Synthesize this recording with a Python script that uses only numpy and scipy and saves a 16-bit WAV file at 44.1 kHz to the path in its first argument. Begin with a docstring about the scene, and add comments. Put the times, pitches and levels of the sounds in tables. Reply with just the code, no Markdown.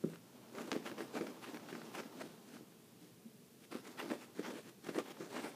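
"""A hand and a small rodent play-fight on a rug, heard close, near the floor.
From the start: air, hiss and a faint hum (filtered noise); a sleeve drags and rustles (noise following the arm);
quick strokes scuff the pile and drum the floor (random fibre slips). Bumps (short pushes), light taps
(crunching contacts) and a few sharp ticks (bare pulses) fall among them. Strokes thin out after 2.3 s;
one soft low tone swells in the lull at 3.3 s, then the scuffle returns. A room tail follows it throughout."""
import sys
import numpy as np
from scipy import signal
from scipy.fft import rfft, irfft, next_fast_len
from scipy.io import wavfile
from scipy.ndimage import map_coordinates

SR = 44100
rng = np.random.default_rng(int(sys.argv[2]) if len(sys.argv) > 2 else 0)


def transcribe(signal):
    """Save signal, clipped to [-1, 1], as a 16-bit WAV file at the path in sys.argv[1]."""
    frames = np.atleast_2d(signal).T
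    limited = np.clip(frames, -1, 1)
    pcm = np.round(limited * 32767).astype(np.int16)
    wavfile.write(sys.argv[1], SR, pcm)


N = 244755

# Ambient spectrum. Each row: frequency in Hz, relative density in dB per Hz.
AIR_SPECTRUM = [(15, -83), (25, -46), (86, -21.5), (122, -4.5), (203, -4), (232, -2), (265, -9), (441, -7),
                (491, -14), (936, -26), (2210, -26), (2390, -25), (5800, -27), (13300, -28), (15200, -30)]
# Arm movement. Each row: time in seconds, movement level in dB.
ARM_MOVEMENT = [(0.0, -73), (0.37, -66), (0.74, -59.5), (2.05, -59), (2.3, -64), (2.76, -71.5),
                (3.47, -78.5), (3.73, -77), (3.91, -63), (4.06, -58), (4.19, -66), (4.55, -69), (4.66, -73),
                (4.9, -75), (5.03, -64.5), (5.3, -60)]
# Cloth rustle spectrum. Each row: frequency in Hz, relative density in dB per Hz.
CLOTH_SPECTRUM = [(150, -43), (450, -1), (800, 1.5), (1250, -3), (1900, -10.5), (3000, -11), (6000, -15.5),
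                  (9000, -23), (15000, -22)]
# Floor resonances. Each row: centre in Hz, width in Hz, relative gain in dB.
FLOOR_MODES = [(170, 54, -9), (249.4, 51, 0), (322.6, 46, -0.5), (393, 18, -4), (437, 45, -8.5),
               (491, 17.5, -5), (588, 85, -5)]
# Floor drumming spectrum. Each row: frequency in Hz, relative density in dB per Hz.
DRUM_SPECTRUM = [(30, -8), (70, -10), (110, -9), (160, 1), (300, 1), (480, -0.5), (620, -6), (900, -16),
                 (1600, -19), (4000, -29)]
# Strokes over the pile. Each row: peak time in seconds, rise in seconds, fall in seconds,
# press on the floor in dB, scrape in dB.
STROKES = [(.135, 0.11, 0.025, -53.5, -66), (.592, 0.036, 0.06, -45.5, -53), (.694, .015, 0.0039, -46, -56),
           (.739, .024, 0.038, -40, -51), (.865, 0.013, 0.023, -48, -46), (.923, .021, 0.008, -45, -71),
           (.999, 0.019, 0.051, -45.5, -54.5), (1.17, 0.022, .016, -39, -44),
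           (1.223, 0.033, 0.04, -41.5, -59.5), (1.269, .004, .035, -46, -56.5),
           (1.445, .015, 0.0074, -58, -49.5), (1.488, 0.02, 0.018, -47, -56), (1.56, .03, 0.012, -48, -59),
           (1.707, 0.019, 0.0068, -64, -54.5), (1.752, 0.026, 0.072, -51.5, -62.5),
           (1.879, .035, 0.037, -60.5, -65), (1.957, .016, .008, -59, -46.5),
           (1.99, 0.026, 0.024, -47, -47.5), (2.055, .008, 0.017, -50.5, -68),
           (2.17, 0.036, 0.024, -53, -70.5), (2.22, 0.027, 0.0054, -47, -48.5),
           (2.254, 0.046, 0.063, -52.5, -64), (2.552, 0.086, .033, -56.5, -64),
           (3.046, 0.044, .041, -60, -72.5), (3.648, .033, .008, -61, -66), (3.727, .014, .055, -49.5, -52),
           (3.86, .018, 0.062, -55.5, -58), (4.004, 0.016, .011, -51, -42.5), (4.033, .018, 0.07, -47, -57),
           (4.115, .014, 0.034, -38.5, -47.5), (4.23, 0.036, 0.025, -58.5, -58),
           (4.385, .024, 0.036, -48, -56), (4.452, .02, 0.026, -51, -48), (4.484, .012, 0.045, -45.5, -53),
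           (4.575, 0.061, 0.03, -50, -56), (4.685, 0.054, 0.021, -57, -62),
           (4.866, .029, 0.081, -52.5, -56.5), (4.889, .004, .014, -43, -50.5),
           (4.971, .022, 0.017, -38.5, -48.5), (4.986, 0.0051, 0.017, -34.5, -43),
           (5.116, .055, 0.0072, -52, -54), (5.219, .024, 0.042, -47, -57), (5.374, .046, .033, -43, -47),
           (5.445, .02, 0.046, -45.5, -48.5)]
# Pile scrape spectrum. Each row: frequency in Hz, relative density in dB per Hz.
SCRAPE_SPECTRUM = [(150, -23), (400, -9.5), (700, 5), (1100, 3), (1800, 2.5), (2700, 0.5), (3600, -7.5),
                   (6000, -22), (12000, -9)]
# Fibre fizz spectrum. Each row: frequency in Hz, relative density in dB per Hz.
FIZZ_SPECTRUM = [(1500, -44), (3200, 1.5), (4500, 0), (7000, -2.5), (10000, -6), (15000, -11.5)]
# Soft bumps on the floor. Each row: start in seconds, relative blow strength in dB, contact time in seconds.
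BUMPS = [(0.0392, -32.5, 0.00037), (.0442, -21, 0.0012), (.719, -32, 0.00099), (.763, -30.5, 0.00091),
         (1.209, -35.5, 0.0005), (1.727, -40, 0.00087), (2.608, -45, 0.00078), (3.752, -37.5, 0.00039),
         (4.107, -35.5, 0.00072), (4.394, -34.5, 0.0004), (4.89, -39.5, 0.00053), (5.205, -38, 0.00072)]
# Bump pulse spectrum. Each row: frequency in Hz, relative magnitude in dB.
THUD_SPECTRUM = [(30, -45), (55, -34), (75, -23), (110, -17), (160, 0.5), (300, 5.5), (480, 4.5),
                 (620, -9.5), (850, -22), (1300, -6), (4000, -44), (9000, -84)]
# Clearest taps of fingertips and paws. Each row: start in seconds, relative level in dB.
CLEAR_TAPS = [(.135, -56), (.157, -58), (.551, -51), (.584, -44.5), (.898, -52), (.915, -47.5), (.982, -46),
              (1.006, -43.5), (1.211, -43.5), (1.269, -46), (1.545, -48), (1.571, -49), (1.728, -48.5),
              (1.752, -47), (1.817, -49.5), (2.567, -54.5), (4.102, -44), (4.888, -47), (4.947, -47),
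              (5.168, -56.5), (5.366, -46), (5.517, -58)]
# Tap pulse spectrum. Each row: frequency in Hz, relative magnitude in dB.
TAP_SPECTRUM = [(80, -30), (200, -4), (400, 5.5), (800, -0.5), (1500, 2.5), (2300, -3.5), (3500, -12),
                (5800, -13), (7000, -37), (15000, -28)]
# Sharp ticks, as of a claw or nail catching. Each row: start in seconds, pulse peak in dB.
TICKS = [(0.159, -41.5), (0.7167, -19.5), (0.7191, -24), (0.73, -26.5), (.764, -34.5), (1.269, -45),
         (4.109, -43), (4.987, -28)]
# Tick pulse spectrum. Each row: frequency in Hz, relative magnitude in dB.
TICK_SPECTRUM = [(100, -17), (500, 6.5), (1200, 8), (3000, 2.5), (4500, -0.5), (6500, -4), (8000, -13),
                 (15000, -34)]
# Room decay. Each row: frequency in Hz, time to fall 60 dB in seconds.
ROOM_T60 = [(150, 0.61), (500, 0.098), (3000, 0.35), (12000, 0.3)]

BUSY_DB = -60  # movement of a busy arm
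# cloth at that movement; growth in dB per dB of movement
DRAG_DB, DRAG_DB_PER_DB = -59.5, 1.13
RUSTLE_DB, RUSTLE_DB_PER_DB = -61, 0.99
SWELL_SHAPE = 1.74  # exponent: 1 = pointed, 2 = bell
BRISK_DB, FIRM_DB = -49.5, -51  # scrape and press of an ordinary stroke
FIZZ_DB, FIZZ_DB_PER_DB = -58, 0.56  # fizz of a brisk stroke; growth per dB of scrape
SCRAPE_HZ, DULL_OCT_PER_DB = 1160, 0.06  # pressing harder dulls the scrape
# faster and harder strokes shake higher floor modes
RUMBLE_HZ, RUMBLE_OCT_PER_DB, SHOVE_OCT_PER_DB = 355, 0.02, 0.0248
# fainter taps while the arm is busy, in the same level scale as the clear ones
STRAY_PER_S, STRAY_DB, STRAY_SPREAD_DB = 8, -55.5, 4.5
TOP_HZ = 15350


def amp(db):
    """Decibels to gain."""
    return 10 ** (np.asarray(db) / 20)


def unit(x):
    """Scale to rms 1."""
    return x / np.sqrt(np.mean(x ** 2) + 1e-20)


def along(points, hz):
    """Interpolate (Hz, value) points on a log frequency axis."""
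    f, v = np.transpose(points)
    return np.interp(np.log(hz + 1), np.log(f + 1), v)


def wobble(knots_per_s):
    """Smooth random curve through normally distributed knots."""
    knots = rng.standard_normal(int(N * knots_per_s / SR) + 4)
    return map_coordinates(knots, [np.arange(N) * knots_per_s / SR])


def filtered(x, response):
    """Apply a complex response of frequency to x."""
    m = next_fast_len(len(x) + SR // 8)
    hz = np.fft.rfftfreq(m, 1 / SR)
    return irfft(rfft(x, m) * response(hz), m)[:len(x)]


def coloured(x, spectrum):
    """Shape x by the spectrum, at rms 1."""
    return unit(filtered(x, lambda hz: amp(along(spectrum, hz))))


def impulse(spectrum, size=4096):
    """Causal minimum-phase pulse of peak 1, by folding the cepstrum."""
    hz = np.fft.rfftfreq(size, 1 / SR)
    cepstrum = irfft(np.log(amp(along(spectrum, hz))))
    cepstrum[1:size // 2] *= 2
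    cepstrum[size // 2 + 1:] = 0
    pulse = irfft(np.exp(rfft(cepstrum)))
    return pulse / np.abs(pulse).max()


def room_tone(hum_hz, width_hz):
    """Still air and microphone hiss, with a faint hum wavering as narrow-band noise."""
    hum = unit(filtered(rng.standard_normal(N), lambda hz: 1 / (1 + ((hz - hum_hz) / width_hz) ** 2)))
    air = coloured(rng.standard_normal(N), AIR_SPECTRUM)
    return amp(-62.5) * air + amp(-75.0) * hum


def movement(t_s):
    """Arm movement in dB against a busy arm."""
    return np.interp(t_s, *np.transpose(ARM_MOVEMENT)) - BUSY_DB


def slips(size, rate_per_s, spread_db, smooth):
    """Fibres let go at random moments and sizes, over an even friction noise."""
    sizes = amp(spread_db * np.clip(rng.standard_normal(size), -2, 2))
    jolts = rng.choice([-1, 1], size) * sizes
    lets_go = rng.random(size) < rate_per_s / SR
    return unit(jolts * lets_go) + smooth * rng.standard_normal(size)


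def focus(hz, centre_hz, octaves):
    """Broad hump of gain around a centre."""
    return np.exp(-.5 * (np.log2((hz + 1) / centre_hz) / octaves) ** 2)


def floor_ring(hz):
    """Response of the floor's damped modes."""
    return sum(amp(db) * 1j * hz * width / (centre ** 2 - hz * hz + 1j * hz * width)
               for centre, width, db in FLOOR_MODES)


def drumming(grains, centre_hz):
    """Slips shake the floor's modes, most strongly around centre_hz."""
    shaken = filtered(grains, lambda hz: floor_ring(hz) * focus(hz, centre_hz, octaves=0.87))
    return coloured(shaken, DRUM_SPECTRUM)


def sleeve():
    """Cloth friction drags dully and rustles, following the arm's movement."""
    moving_db = movement(np.arange(N) / SR)
    grains = slips(size=N, rate_per_s=900, spread_db=3.0, smooth=1.42)
    grains = grains * amp(0.53 * wobble(45))
    drag = amp(DRAG_DB + DRAG_DB_PER_DB * moving_db) * drumming(grains, centre_hz=255)
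    rustle = amp(RUSTLE_DB + RUSTLE_DB_PER_DB * moving_db) * coloured(grains, CLOTH_SPECTRUM)
    return drag + rustle


def swell(d_s, rise_s, fall_s):
    """Stroke strength, d_s from its peak."""
    return np.exp(-np.abs(d_s / np.where(d_s < 0, rise_s, fall_s)) ** SWELL_SHAPE)


def ripple(hz, depth_db, per_octave):
    """Random peaks and dips: every spot on the rug sounds a little different."""
    place = np.log2(1 + hz / 300) * per_octave
    knots = rng.standard_normal(int(place[-1]) + 3)
    return amp(depth_db * map_coordinates(knots, [place]))


def rubbing():
    """Strokes swell and fade; slips scrape, fizz and shake the floor, coloured by speed and press."""
    out = np.zeros(N)
    grip = amp(1.6 * wobble(130))  # catches and loosens within a stroke
    for peak_s, rise_s, fall_s, press_db, scrape_db in STROKES:
        first = max(0, int((peak_s - 4 * rise_s) * SR))
        last = min(N, int((peak_s + 4 * fall_s) * SR))
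        near = np.arange(first, last)
        strength = swell(near / SR - peak_s, rise_s, fall_s)
        speed_db, force_db = scrape_db - BRISK_DB, press_db - FIRM_DB
        rumble_hz = RUMBLE_HZ * 2 ** (RUMBLE_OCT_PER_DB * speed_db + SHOVE_OCT_PER_DB * force_db)
        scrape_hz = SCRAPE_HZ * 2 ** (-DULL_OCT_PER_DB * force_db)

        grains = slips(size=len(near), rate_per_s=1500, spread_db=2, smooth=0.37)
        spot = filtered(grains, lambda hz: focus(hz, scrape_hz, octaves=1.6)
                        * ripple(hz, depth_db=2.0, per_octave=6))
        fibres = slips(size=len(near), rate_per_s=3000, spread_db=7.5, smooth=0.96)
        fibres = filtered(fibres, lambda hz: ripple(hz, depth_db=1.95, per_octave=3.055))

        fizz_level = amp(FIZZ_DB) * (amp(speed_db) * strength) ** FIZZ_DB_PER_DB
        for level, layer in [(amp(press_db) * strength, drumming(grains, rumble_hz)),
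                             (amp(scrape_db) * strength, coloured(spot, SCRAPE_SPECTRUM)),
                             (fizz_level, coloured(fibres, FIZZ_SPECTRUM))]:
            # the random grain leaves each layer's rms as set
            out[near] += unit(layer * level * grip[near]) * np.sqrt(np.mean(level ** 2))
    return out


def bumps():
    """Each soft contact is a short push: a dull thud, then boards and room boom briefly."""
    out, t_s = np.zeros(N + SR), np.arange(SR // 4) / SR
    for start_s, db, contact_s in BUMPS:
        push = (t_s * np.exp(-2 * t_s / contact_s))[:SR // 50]
        decay = amp(-60 * t_s / 0.14)
        boom = rng.standard_normal(len(t_s)) * decay * (1 - np.exp(-t_s / 0.014))
        blow = amp(-6.0) * boom / np.linalg.norm(boom)
        blow[0] = 1  # the direct push
        hit = np.convolve(blow, push / push.sum())[:len(t_s)]
        out[round(start_s * SR):][:len(t_s)] += amp(db) * hit
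    thud = signal.fftconvolve(out[:N], impulse(THUD_SPECTRUM))[:N]
    return amp(4.5) * thud + amp(-0.5) * filtered(thud, floor_ring)


def stray_taps(count=100):
    """Faint taps at random, more and firmer the more the arm moves: (start in seconds, level in dB)."""
    when, luck, size = rng.random((count, 3)).T
    start_s = when * N / SR
    db = STRAY_DB + movement(start_s) + STRAY_SPREAD_DB * (2 * size - 1)
    chance = STRAY_PER_S * amp(movement(start_s)) ** 2 * N / SR / count
    return np.transpose([start_s, db])[luck < chance]


def patter(life_s):
    """Each tap is one contact and a tiny crunch of fibres that dies in milliseconds."""
    out, t_s = np.zeros(N + SR), np.arange(SR // 25) / SR
    contact = impulse(TAP_SPECTRUM, size=1024)
    for start_s, db in [*CLEAR_TAPS, *stray_taps()]:
        crush = slips(size=len(t_s), rate_per_s=1500, spread_db=6, smooth=0.69) * np.exp(-t_s / life_s)
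        crush[0] += 0.57 * np.linalg.norm(crush)  # first contact
        crunch = np.convolve(crush, contact)[:len(t_s)]
        out[round(start_s * SR):][:len(t_s)] += amp(db - 9.0) * unit(crunch)
    return out[:N]


def ticks():
    """Tiny hard contacts, too short to ring."""
    hits = np.zeros(N)
    for start_s, db in TICKS:
        hits[round(start_s * SR)] = amp(db)
    return signal.fftconvolve(hits, impulse(TICK_SPECTRUM))[:N]


def low_swell(peak_s, length_s, hz, db):
    """One soft, low sine swells and dies under a bell envelope."""
    d_s = np.arange(N) / SR - peak_s
    return amp(db) * np.exp(-(d_s / length_s) ** 2) * np.sin(2 * np.pi * hz * d_s)


def room(x):
    """Short furnished-room tail of decaying noise, its bass lasting longest."""
    hz, t_s, noise = signal.stft(rng.standard_normal(SR // 2), SR, nperseg=256)
    decay = amp(-60 * t_s / along(ROOM_T60, hz)[:, None])
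    tail = signal.istft(noise * decay, SR, nperseg=256)[1]
    delayed = np.pad(tail / np.linalg.norm(tail), (round(.006 * SR), 0))
    return signal.fftconvolve(x, delayed)[:N]


def scene():
    """The scuffle, its room and the background."""
    scuffle = sleeve() + rubbing() + bumps() + patter(life_s=0.0057) + ticks()
    scuffle += low_swell(peak_s=3.264, length_s=0.013, hz=230, db=-48.0)
    return (room_tone(hum_hz=237, width_hz=12) + scuffle + amp(-12) * room(scuffle))[None]


def record(dry):
    """Band limit: nothing passes from TOP_HZ up."""
    return filtered(dry[0], lambda hz: hz < TOP_HZ)[None]


dry = scene()
out = record(dry)
transcribe(out)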